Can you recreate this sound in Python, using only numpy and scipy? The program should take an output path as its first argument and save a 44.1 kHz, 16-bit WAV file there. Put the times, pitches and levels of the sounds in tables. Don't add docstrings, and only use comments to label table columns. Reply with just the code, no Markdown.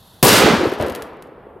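import sys
import numpy as np
from scipy import signal
from scipy.fft import rfft, irfft, next_fast_len
from scipy.io import wavfile
from scipy.ndimage import map_coordinates

SR = 44100
rng = np.random.default_rng(int(sys.argv[2]) if len(sys.argv) > 2 else 0)


def store_wav(level_fs):
    pcm = np.round(np.clip(np.atleast_2d(level_fs), -1, 1) * 32767)
    wavfile.write(sys.argv[1], SR, pcm.T.astype(np.int16))


N = 70560
BANG_S = .2283


def amp(db):
    return 10 ** (np.asarray(db) / 20)


def unit(x):
    return x / np.sqrt(np.mean(x ** 2) + 1e-20)


def along(points, hz):
    point_hz, value = np.transpose(points)
    return np.interp(np.log(hz + 1), np.log(point_hz + 1), value)


def curves(rows):
    s, *columns = np.transpose(rows)
    return [np.interp(np.arange(N) / SR, s, column) for column in columns]


def wobble(knots_per_s):
    knots = rng.standard_normal(int(N * knots_per_s / SR) + 4)
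    return map_coordinates(knots, [np.arange(N) * knots_per_s / SR])


def filtered(x, response):
    size = next_fast_len(N + SR // 2)
    hz = np.fft.rfftfreq(size, 1 / SR)
    return irfft(rfft(x, size) * response(hz), size)[..., :N]


def rush(spectrum):
    # freq_hz, likeness (0 to 1)
    likeness = [(60, 0.98), (180, 0.99), (550, 0.94), (1650, 0.88), (4970, 0.95), (15000, 1)]

    def mid_side_gains(hz):
        turn_rad = np.arccos(np.clip(along(likeness, hz), -1, 1)) / 2
        return amp(along(spectrum, hz)) * [np.cos(turn_rad), np.sin(turn_rad)]

    mid, side = filtered(rng.standard_normal((2, N)), mid_side_gains)
    return unit(np.array([mid + side, mid - side]))


def travelled(spectrum):
    # freq_hz, loss_db_per_s
    air_loss = [(60, 16), (400, -2), (1500, 0.5), (3000, 9), (6000, 28), (14000, 72.5)]
    given_colour_at_s = .5
    hz, t_s, bins = signal.stft(rush(spectrum), SR, nperseg=1024)
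    loss_db = along(air_loss, hz)[:, None] * (t_s - given_colour_at_s)
    return signal.istft(bins * amp(-loss_db), SR, nperseg=1024)[1][:, :N]


def add(out, s, sound, pan_db=0):
    part = out[:, round(s * SR):][:, :len(sound)]
    part += amp([[pan_db / 2], [-pan_db / 2]]) * sound[:part.shape[1]]


def wavelet(hz, cycles):
    u = np.arange(SR // 10) / SR * hz / cycles
    return u * np.exp(1 - u) * np.sin(2 * np.pi * cycles * u)


def after_bang():
    return np.arange(N) / SR > BANG_S


def blast():
    # start_s, level_db (gain on unit noise at onset)
    cracks = [(0.2278, -1.5), (0.2322, 2.5), (0.2312, -2.5)]
    # time_s, level_db (relative)
    blast_hiss = [(.228, -12), (.236, -20), (.3, -17), (.37, -15.5), (.41, -17.5), (.47, -33), (.55, -31),
                  (.65, -35.5), (.77, -50), (.9, -58)]
    # freq_hz, density_db_per_hz (relative)
    blast_hiss_colour = [(1180, -34), (2000, -9), (2670, 9), (6150, 0), (6720, -1), (12400, -6),
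                         (15500, -23.5), (16300, -43)]
    level_db, = curves(blast_hiss)
    out = travelled(blast_hiss_colour) * amp(level_db - 5.5 + 2.2 * wobble(300)) * after_bang()
    t_s = np.arange(SR // 100) / SR
    for s, db in cracks:
        add(out, s, amp(db - 60 * t_s / 0.0039) * rng.standard_normal(len(t_s)))
    return out


def roll():
    # time_s, level_db (relative), left_over_right_db
    echoes = [(.232, -7.5, 1.5), (.276, -12, 2), (.39, -15.5, -2), (.488, -11, -3), (.5, -20, -3),
              (.534, -13, 1), (.56, -19.5, 1), (.67, -20, .5), (.7, -26, .5), (.735, -27, 2),
              (.75, -30, 0.5), (.797, -29.5, 3), (.802, -22.5, 1), (.85, -22, 2), (.865, -23.5, 1.5),
              (.934, -30.5, 2), (1.03, -33, 0.5), (1.1, -37, 0.5), (1.25, -41, 0.5), (1.4, -45.5, 0),
              (1.59, -44, -1)]
    # freq_hz, density_db_per_hz (relative)
    echo_colour = [(15, -63), (25, -25), (205, -5), (461, -1.5), (702, -7.5), (790, -7.5), (934, -9.5),
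                   (1400, -16.5), (1820, -46), (3080, -120)]
    # time_s, level_db (relative)
    scatter = [(.232, -22), (.314, -16), (.4, -16.5), (.488, -17.5), (.55, -22.5), (.708, -31.5),
               (.796, -38), (.802, -29.5), (.9, -35), (1.05, -43), (1.268, -51), (1.59, -57.5)]
    # freq_hz, density_db_per_hz (relative)
    scatter_colour = [(530, -31.5), (900, -3.5), (1320, -2), (1720, -2.5), (1880, -3.5), (4680, -12),
                      (12100, -33), (16000, -50.5)]
    level_db, pan_db = curves(echoes)
    fine_db, = curves(scatter)
    low = travelled(list(echo_colour) + [(2200, -43)]) * amp(level_db + 1.2 * wobble(90))
    fine = travelled([(600, -36.5)] + list(scatter_colour)) * amp(fine_db + 1.5 + 0.5 * wobble(150))
    return (low + fine) * amp(np.outer([.5, -.5], pan_db)) * after_bang()


def slaps():
    # start_s, level_db (relative), left_over_right_db, pitch_hz
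    faces = [(0.229, 3, -0.5, 409), (0.237, -9, 5.5, 415), (0.251, -7.5, 3, 414), (0.265, -2.5, -5.5, 410),
             (0.342, -1, -6.5, 530), (0.421, -1, -8, 410), (0.444, -4, 3, 226), (0.459, -0.5, 1, 315),
             (0.473, -11, -19, 396), (0.482, 3, -3, 395), (0.503, -2.5, -2.5, 221),
             (0.521, -6.5, -7.5, 460), (0.534, -1.5, 2, 207), (0.588, -10, 4.5, 355),
             (0.609, -5.5, -3.5, 345), (0.631, -5, 2.5, 330), (0.656, -2, 2, 453), (0.669, -7, 2, 316),
             (0.723, -5.5, 1, 387), (0.8, -7.5, 0, 625), (0.825, -5.5, 4, 580), (0.861, -8.5, -1, 443),
             (0.874, -9, 0, 370), (0.889, -9.5, 1.5, 535), (0.911, -17.5, 0, 493), (1.019, -30, 0.5, 436),
             (1.32, -28.5, 0.5, 422.5), (1.468, -24, 1.5, 390), (1.564, -28.5, 7.5, 405)]
    # start_s, level_db (relative), pitch_hz
    thumps = [(.232, -9, 140), (0.284, -25, 93), (0.328, -15, 110), (.44, -38, 85.5), (0.577, -23.5, 85),
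              (0.667, -23.5, 102), (0.801, -19.5, 102), (0.832, -26, 75), (0.909, -32, 76.5),
              (1.024, -40.5, 69.5)]
    out = np.zeros((2, N))
    for s, db, pan_db, hz in faces:
        add(out, s, amp(db - 5.05) * wavelet(hz, cycles=.85), pan_db)
    for s, db, hz in thumps:
        add(out, s, amp(db + 1.5) * wavelet(hz, cycles=0.53))
    return out


def small_sparks():
    from_s, to_s = .5, 1.08
    lowest_start_db, fade_db_per_s = -33.5, 29.5
    rows = []
    for late, size, high in rng.random((45, 3)):
        after_s = late * (to_s - from_s)
        level_db = lowest_start_db + 9 * size - fade_db_per_s * after_s
        rows.append((from_s + after_s, level_db, 2 + 2.5 * high, -8))
    return rows


def sparks():
    # start_s, level_db (before colour), bounce_delay_ms, bounce_db (re click)
    near = [(.589, -27.5, 3.2, -8), (.613, -28, 2.9, -7), (.6172, -27, 2.1, -7.5), (.6405, -23.5, 2.8, -2),
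            (.6545, -29, 3.2, -9), (.6615, -26, 3.2, -9), (.671, -28, 1.6, -3), (.6775, -26.5, 3.2, -9),
            (.689, -25.5, 2.8, -6.5), (.6985, -22.5, 2.2, -6), (.7198, -23.5, 3, -9.5),
            (.7268, -26, 2, -4.5), (.7378, -21.5, 2.8, -9), (.748, -30.5, 4, -6), (.7895, -30.5, 2, -3.5),
            (.799, -26, 4, -6), (.8123, -17.5, 3.4, -7), (.825, -16, 4.6, -6), (.865, -21.5, 3.6, -9),
            (.8717, -24, 3.6, -5.5), (.884, -21, 3.6, -10), (.8988, -18.5, 2.6, -4.5),
            (.9042, -23, 2.5, -8.5), (.923, -22.5, 3, -12), (.9508, -12.5, 2.5, -4.5),
            (.9599, -18, 2.8, -8), (1.0227, -15.5, 3.6, -6.5), (1.1345, -47.5, 3, -8), (1.1695, -47, 3, -6),
            (1.2244, -26, 3, -7), (1.2725, -45, 3, -8)]
    # freq_hz, gain_db
    colour = [(400, -12), (1500, 11), (3000, 11), (6000, 3), (9000, 3.5), (12000, 6), (14500, 1),
              (16000, -17.5)]
    stones_db, stones_t60_s = -33, .03
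    slopes_db, slopes_t60_s = -40, 0.28
    clicks = np.zeros(N)
    for s, db, bounce_ms, bounce_db in list(near) + small_sparks():
        clicks[round(s * SR)] -= amp(db)
        clicks[round((s + bounce_ms / 1000) * SR)] -= amp(db + bounce_db)
    t_s = np.arange(SR // 4) / SR
    decay = amp(stones_db - 60 * t_s / stones_t60_s) + amp(slopes_db - 60 * t_s / slopes_t60_s)
    tail = decay * rush([(20, 0)])[:, :len(t_s)]
    snaps = clicks + signal.fftconvolve(clicks[None], tail, axes=1)[:, :N]

    def response(hz):
        phase_rad = -np.arctan(np.log((hz + 1) / 9000))
        return amp(along(colour, hz)) * np.exp(1j * phase_rad)

    return filtered(snaps, response)


def fuse():
    # freq_hz, density_db_per_hz (relative)
    colour = [(880, -61), (1500, -31.5), (2300, -34), (2560, -11), (2800, -14.5), (3450, -3), (4370, -7),
              (4970, -15), (7840, -17.5), (8570, -19), (11800, -9.5), (14300, -21), (16000, -29)]
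    level_db = -54 + 0.76 * wobble(90)
    return amp(level_db) * rush([(1200, -82)] + list(colour)) * ~after_bang()


def background():
    # freq_hz, density_db_per_hz (relative)
    air_colour = [(12, -40), (20, -9), (43, 6), (177, 5), (268, -6), (439, -6), (589, -5.5), (908, -4.5),
                  (2200, -20), (2860, -59.5), (4840, -120)]
    # freq_hz, density_db_per_hz (relative)
    hiss_colour = [(2940, -37.5), (5000, -12), (9190, 1), (13000, 3), (14900, -1.5), (16000, -12.5)]
    air = amp(-49.5 + 0.5 * wobble(7.1)) * rush(list(air_colour) + [(4000, -66)])
    hiss = amp(-80) * rush([(3000, -33.5)] + list(hiss_colour))
    return air + hiss


def scene():
    return blast() + roll() + slaps() + sparks() + fuse() + background()


def record(dry):
    full_scale = .95
    low_cut_hz, top_hz, skirt_hz = 40, 16200, 500
    clipped = dry / (1 + np.abs(dry / full_scale) ** 5) ** (1 / 5)

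    def response(hz):
        high_pass = 1j * hz / (low_cut_hz + 1j * hz)
        band_limit = np.sin(np.pi / 2 * np.clip((top_hz - hz) / skirt_hz, 0, 1)) ** 2
        return high_pass * band_limit

    return filtered(clipped, response)


dry = scene()
out = record(dry)
store_wav(out)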